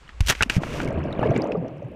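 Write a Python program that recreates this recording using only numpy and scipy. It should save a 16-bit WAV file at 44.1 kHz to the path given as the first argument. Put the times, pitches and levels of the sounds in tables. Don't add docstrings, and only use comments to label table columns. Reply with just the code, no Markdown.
import sys
import numpy as np
from scipy import signal
from scipy.io import wavfile

SR = 44100
rng = np.random.default_rng(int(sys.argv[2]) if len(sys.argv) > 2 else 0)


def generate_wav(sig):
    pcm = np.round(np.clip(np.atleast_2d(sig).T, -1, 1) * 32767).astype(np.int16)
    wavfile.write(sys.argv[1], SR, pcm)


N = 85995

# (time [s], level [dB])
BUFFET_FADER = [(.04, -55), (.15, -40.5), (.85, -38.5), (1.8, -60.5)]
FOAM_FADER = [(.195, -81), (.21, -50), (.43, -43.5), (.49, -61), (.503, -39), (.568, -33), (.598, -62.5),
              (.625, -44.5), (.81, -39), (1.0, -35.5)]
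# (time [s], gurgle [dB], rumble [dB], babble [dB])
CLOUD_FADERS = [(.35, -61.5, -59, -59), (.6, -37.5, -36, -46.5), (.72, -36, -41.5, -41.5),
                (.86, -29, -31, -41), (1.17, -32, -37, -43), (1.22, -24, -26.5, -37),
                (1.38, -24.5, -28, -38.5), (1.49, -24.5, -45.5, -45), (1.6, -31.5, -33.5, -57.5),
                (1.66, -30, -40, -49.5), (1.73, -39.5, -40.5, -56.5), (1.95, -41.5, -37.5, -62.5)]
# (frequency [Hz], relative level [dB])
BUFFET_EQ = [(30, -9), (60, -2.5), (140, -39), (700, -43.5)]
AIR_EQ = [(1100, -5.5), (2100, -2), (5800, -14.5), (7700, -15), (9500, -25.5)]
HISS_EQ = [(1700, 1), (2600, 8.5), (4200, -16.5), (16000, -30)]
# (frequency [Hz], relative level [dB])
RUMBLE_EQ = [(40, -33.5), (80, -7.5), (150, 0), (300, -30.5)]
GURGLE_EQ = [(100, -35.5), (190, 1.5), (430, -2.5), (660, -2.5), (950, -21), (1500, -43)]
BABBLE_EQ = [(600, -11.5), (1000, 0), (1900, -7), (2500, -9.5), (3300, -20), (5000, -37), (14000, -58.5)]
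CRACKLE_EQ = [(3000, -14), (5500, -7), (14000, -32)]
FOAM_EQ = [(150, -33), (600, 0.5), (2700, 9), (4000, -1.5), (6000, -1.5), (15000, -21)]
# (frequency [Hz], relative level [dB])
CASE_EQ = [(100, -3), (450, -7.5), (1100, -7.5), (1500, -1), (2800, -5), (4500, -12), (5900, -11.5),
           (8500, -18.5), (15000, -28)]
# (time [s], ring peak [dB], pitch [Hz])
TICK_CUES = [(0.846, -38, 7740), (.875, -31.5, 2190), (0.928, -47, 7600), (1.039, -46, 5240),
             (1.107, -50, 4400), (1.127, -31, 3770), (1.195, -36, 2870), (1.232, -32, 1710),
             (1.262, -34.5, 2240), (1.307, -39.5, 6000), (1.35, -35, 2310), (1.3772, -31, 7200),
             (1.4199, -27, 4810), (1.4416, -43, 5970), (1.682, -48, 5800)]
# (time [s], crack level [dB], decay [s], ring pitch [Hz], low-pass [Hz])
SLAP_CUES = [(0.078, -48.5, 0.0027, 2970, 5120), (0.0911, -40, 0.0092, 1830, 3130),
             (0.206, -19, 0.0031, 1770, 13100), (0.351, -30.5, 0.0047, 2200, 6250),
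             (0.4078, -16.5, 0.01, 1590, 1900), (0.4231, -15.5, 0.0015, 1260, 8400),
             (0.4244, -9, 0.0016, 2620, 11300), (.431, -10.5, 0.0021, 2777, 7560),
             (0.498, -11.5, 0.0018, 2790, 9800), (0.5006, -19, 0.0057, 2400, 6000),
             (.634, -24, 0.0048, 706, 1910), (0.8019, -21, 0.0034, 1470, 1800),
             (1.229, -22.5, 0.0017, 1110, 1360), (1.362, -29.5, 0.008, 2144, 3130),
             (1.520, -33, 0.0029, 2595, 3500)]
# (time [s], level before the tone tilt [dB])
SPRAY_CUES = [(0.2618, -31), (0.271, -23), (0.2833, -15), (.292, -15.5), (0.2976, -9), (0.3051, -15.5),
              (0.321, -21)]
# (time [s], pitch [Hz], peak [dB], attack [s])
POCKET_CUES = [(0.2052, 72.4, -8, 0.0049), (0.223, 34.3, -13.5, 0.0046), (0.25, 57.4, -21.5, 0.012),
               (0.411, 76.6, -17.5, 0.0039), (0.46, 231, -27, 0.003), (0.5665, 104, -5, 0.0016),
               (.578, 161, -11, 0.0037), (.618, 297, -21.5, 0.002), (.945, 77.6, -24.5, 0.034),
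               (1.193, 242, -5, 0.00033), (1.229, 870, -15.5, 0.0019), (1.253, 435, -16.5, 0.0067),
               (1.303, 133, -11.5, 0.003), (1.358, 231, -13.5, 0.0034), (1.387, 404, -16, 0.002),
               (1.550, 439, -18.5, 0.0037), (1.553, 1160, -30, 0.0021), (1.57, 168, -20, 0.012),
               (1.821, 573, -28.5, 0.0029), (1.834, 121.5, -26.5, 0.012)]

SUBMERGED_S, AIR_DB, HISS_DB = 0.202, -58, -59.5
GLIDE_PER_S = 0.6


def amp(db):
    return 10 ** (np.asarray(db) / 20)


def unit(x):
    return x / np.std(x)


def clock():
    return np.arange(N) / SR


def fader(rows, column=1):
    rows = np.array(rows)
    return amp(np.interp(clock(), rows[:, 0], rows[:, column]))


def add(mix, start_s, sound):
    part = mix[max(round(start_s * SR), 0):][:len(sound)]
    part += sound[:len(part)]


def colour(x, eq, size=4096):
    hz, db = np.transpose(eq)
    freqs = abs(np.fft.fftfreq(size, 1 / SR))
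    rolloff_db = 30 * np.log2(np.maximum(freqs / hz[-1], 1))
    curve_db = np.interp(np.log(freqs + 1), np.log(hz), db) - rolloff_db
    log_gain = np.log(amp(np.maximum(curve_db, -100)))
    taps = np.fft.ifft(np.exp(np.conj(signal.hilbert(log_gain)))).real
    return signal.fftconvolve(x, taps / np.linalg.norm(taps))[:len(x)]


def noise(eq):
    return unit(colour(rng.standard_normal(N), eq))


def impacts(per_s, spread_db):
    chance, size, sign = rng.random((3, N))
    accent_db = spread_db * np.minimum(-np.log(1 - size), 3.5)
    return (chance < per_s / SR) * np.sign(sign - .5) * amp(accent_db)


def ping(hz, attack_s, glide_per_s):
    t = np.arange(0, 10 * attack_s, 1 / SR)
    envelope = t / attack_s * np.exp(1 - t / attack_s)
    return envelope * np.sin(2 * np.pi * hz * t * (1 + glide_per_s * t / 2))


def swarm(eq, per_s, spread_db, cycles, rise, sizes=32):
    out = np.zeros(N)
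    low_hz, high_hz = eq[0][0], eq[-1][0]
    steps = (np.arange(sizes) + rng.random(sizes)) / sizes
    for hz in low_hz * (high_hz / low_hz) ** steps:
        attack_s = cycles / hz
        births = impacts(per_s / sizes, spread_db)
        out += signal.oaconvolve(births, hz * ping(hz, attack_s, rise / attack_s))[:N]
    return unit(colour(out, eq))


def background():
    buffet = fader(BUFFET_FADER) * noise(BUFFET_EQ)
    air = amp(AIR_DB) * noise(AIR_EQ)
    hiss = amp(HISS_DB) * noise(HISS_EQ)
    return buffet + np.where(clock() > SUBMERGED_S, hiss, air)


def bubble_ticks():
    out = np.zeros(N)
    snap_envelope = np.exp(-clock() / 0.00094)
    for start_s, db, hz in TICK_CUES:
        attack_s = 0.00079 * (4080 / hz) ** 2
        add(out, start_s, amp(db) * ping(hz, attack_s, GLIDE_PER_S))
        add(out, start_s, amp(db - 11.5) * snap_envelope * noise(CRACKLE_EQ))
    return out


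def foam(breakup_s=0.8, thinning_s=0.026):
    t = clock()
    density = np.exp(-np.maximum(t - breakup_s, 0) / thinning_s)
    froth = colour(impacts(per_s=13000 * density, spread_db=7.0), FOAM_EQ)
    return fader(FOAM_FADER) * froth / np.std(froth[t < breakup_s])


def bubble_cloud():
    gurgle = swarm(GURGLE_EQ, per_s=1000, spread_db=0.5, cycles=1.23, rise=0.039)
    rumble = swarm(RUMBLE_EQ, per_s=900, spread_db=1.0, cycles=0.93, rise=0.024)
    babble = swarm(BABBLE_EQ, per_s=3600, spread_db=2.5, cycles=2.2, rise=0.005)
    crackle = swarm(CRACKLE_EQ, per_s=40, spread_db=3, cycles=1.2, rise=0.002)
    gurgle_gain, rumble_gain, babble_gain = (fader(CLOUD_FADERS, column) for column in (1, 2, 3))
    crackle_gain = amp(-48.5) * np.sqrt(babble_gain)
    return gurgle_gain * gurgle + rumble_gain * rumble + babble_gain * babble + crackle_gain * crackle


def water_slaps(attack_share=0.039, bright_hz=5110):
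    out, t = np.zeros(N), np.arange(SR // 10) / SR
    for start_s, db, decay_s, ring_hz, lowpass_hz in SLAP_CUES:
        envelope = np.exp(-t / decay_s) * (1 - np.exp(-t / (attack_share * decay_s)))
        crack = colour(rng.standard_normal(len(t)) * envelope, CASE_EQ)
        crack = signal.lfilter(*signal.butter(2, lowpass_hz, fs=SR), crack)
        crack *= np.sqrt(decay_s * SR / 2 / np.sum(crack ** 2))
        add(out, start_s, amp(db) * crack)
        ring_gain = amp(db + 6) * min(1, bright_hz / lowpass_hz)
        add(out, start_s, ring_gain * ping(ring_hz, attack_s=0.00085, glide_per_s=0))
    return out


def spray(attack_s=0.0013, decay_s=0.006, neutral_s=0.3, tilt_db_per_s=193.5):
    out, t = np.zeros(N), clock()
    drops = unit(colour(impacts(per_s=18000, spread_db=2.5), CASE_EQ))
    lows = signal.sosfiltfilt(signal.butter(2, 2800, fs=SR, output="sos"), drops)
    highs = drops - lows
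    for start_s, db in SPRAY_CUES:
        age = np.maximum(t - start_s, 0)
        envelope = np.tanh(age / attack_s) * np.exp(-age / decay_s)
        tilt = amp(tilt_db_per_s * (start_s - neutral_s))
        out += amp(db) * envelope * (lows * tilt + highs / tilt)
    return out


def air_pockets():
    out = np.zeros(N)
    for start_s, hz, db, attack_s in POCKET_CUES:
        add(out, start_s, amp(db) * ping(hz, attack_s, GLIDE_PER_S))
    return out


def scene():
    mix = water_slaps() + air_pockets() + bubble_ticks() + spray()
    return (mix + foam() + bubble_cloud() + background())[None]


def record(dry, ceiling=0.52, lowpass_hz=15600):
    clipped = dry / (1 + (dry / ceiling) ** 6) ** (1 / 6)
    return signal.sosfiltfilt(signal.butter(14, lowpass_hz, fs=SR, output="sos"), clipped)


dry = scene()
out = record(dry)
generate_wav(out)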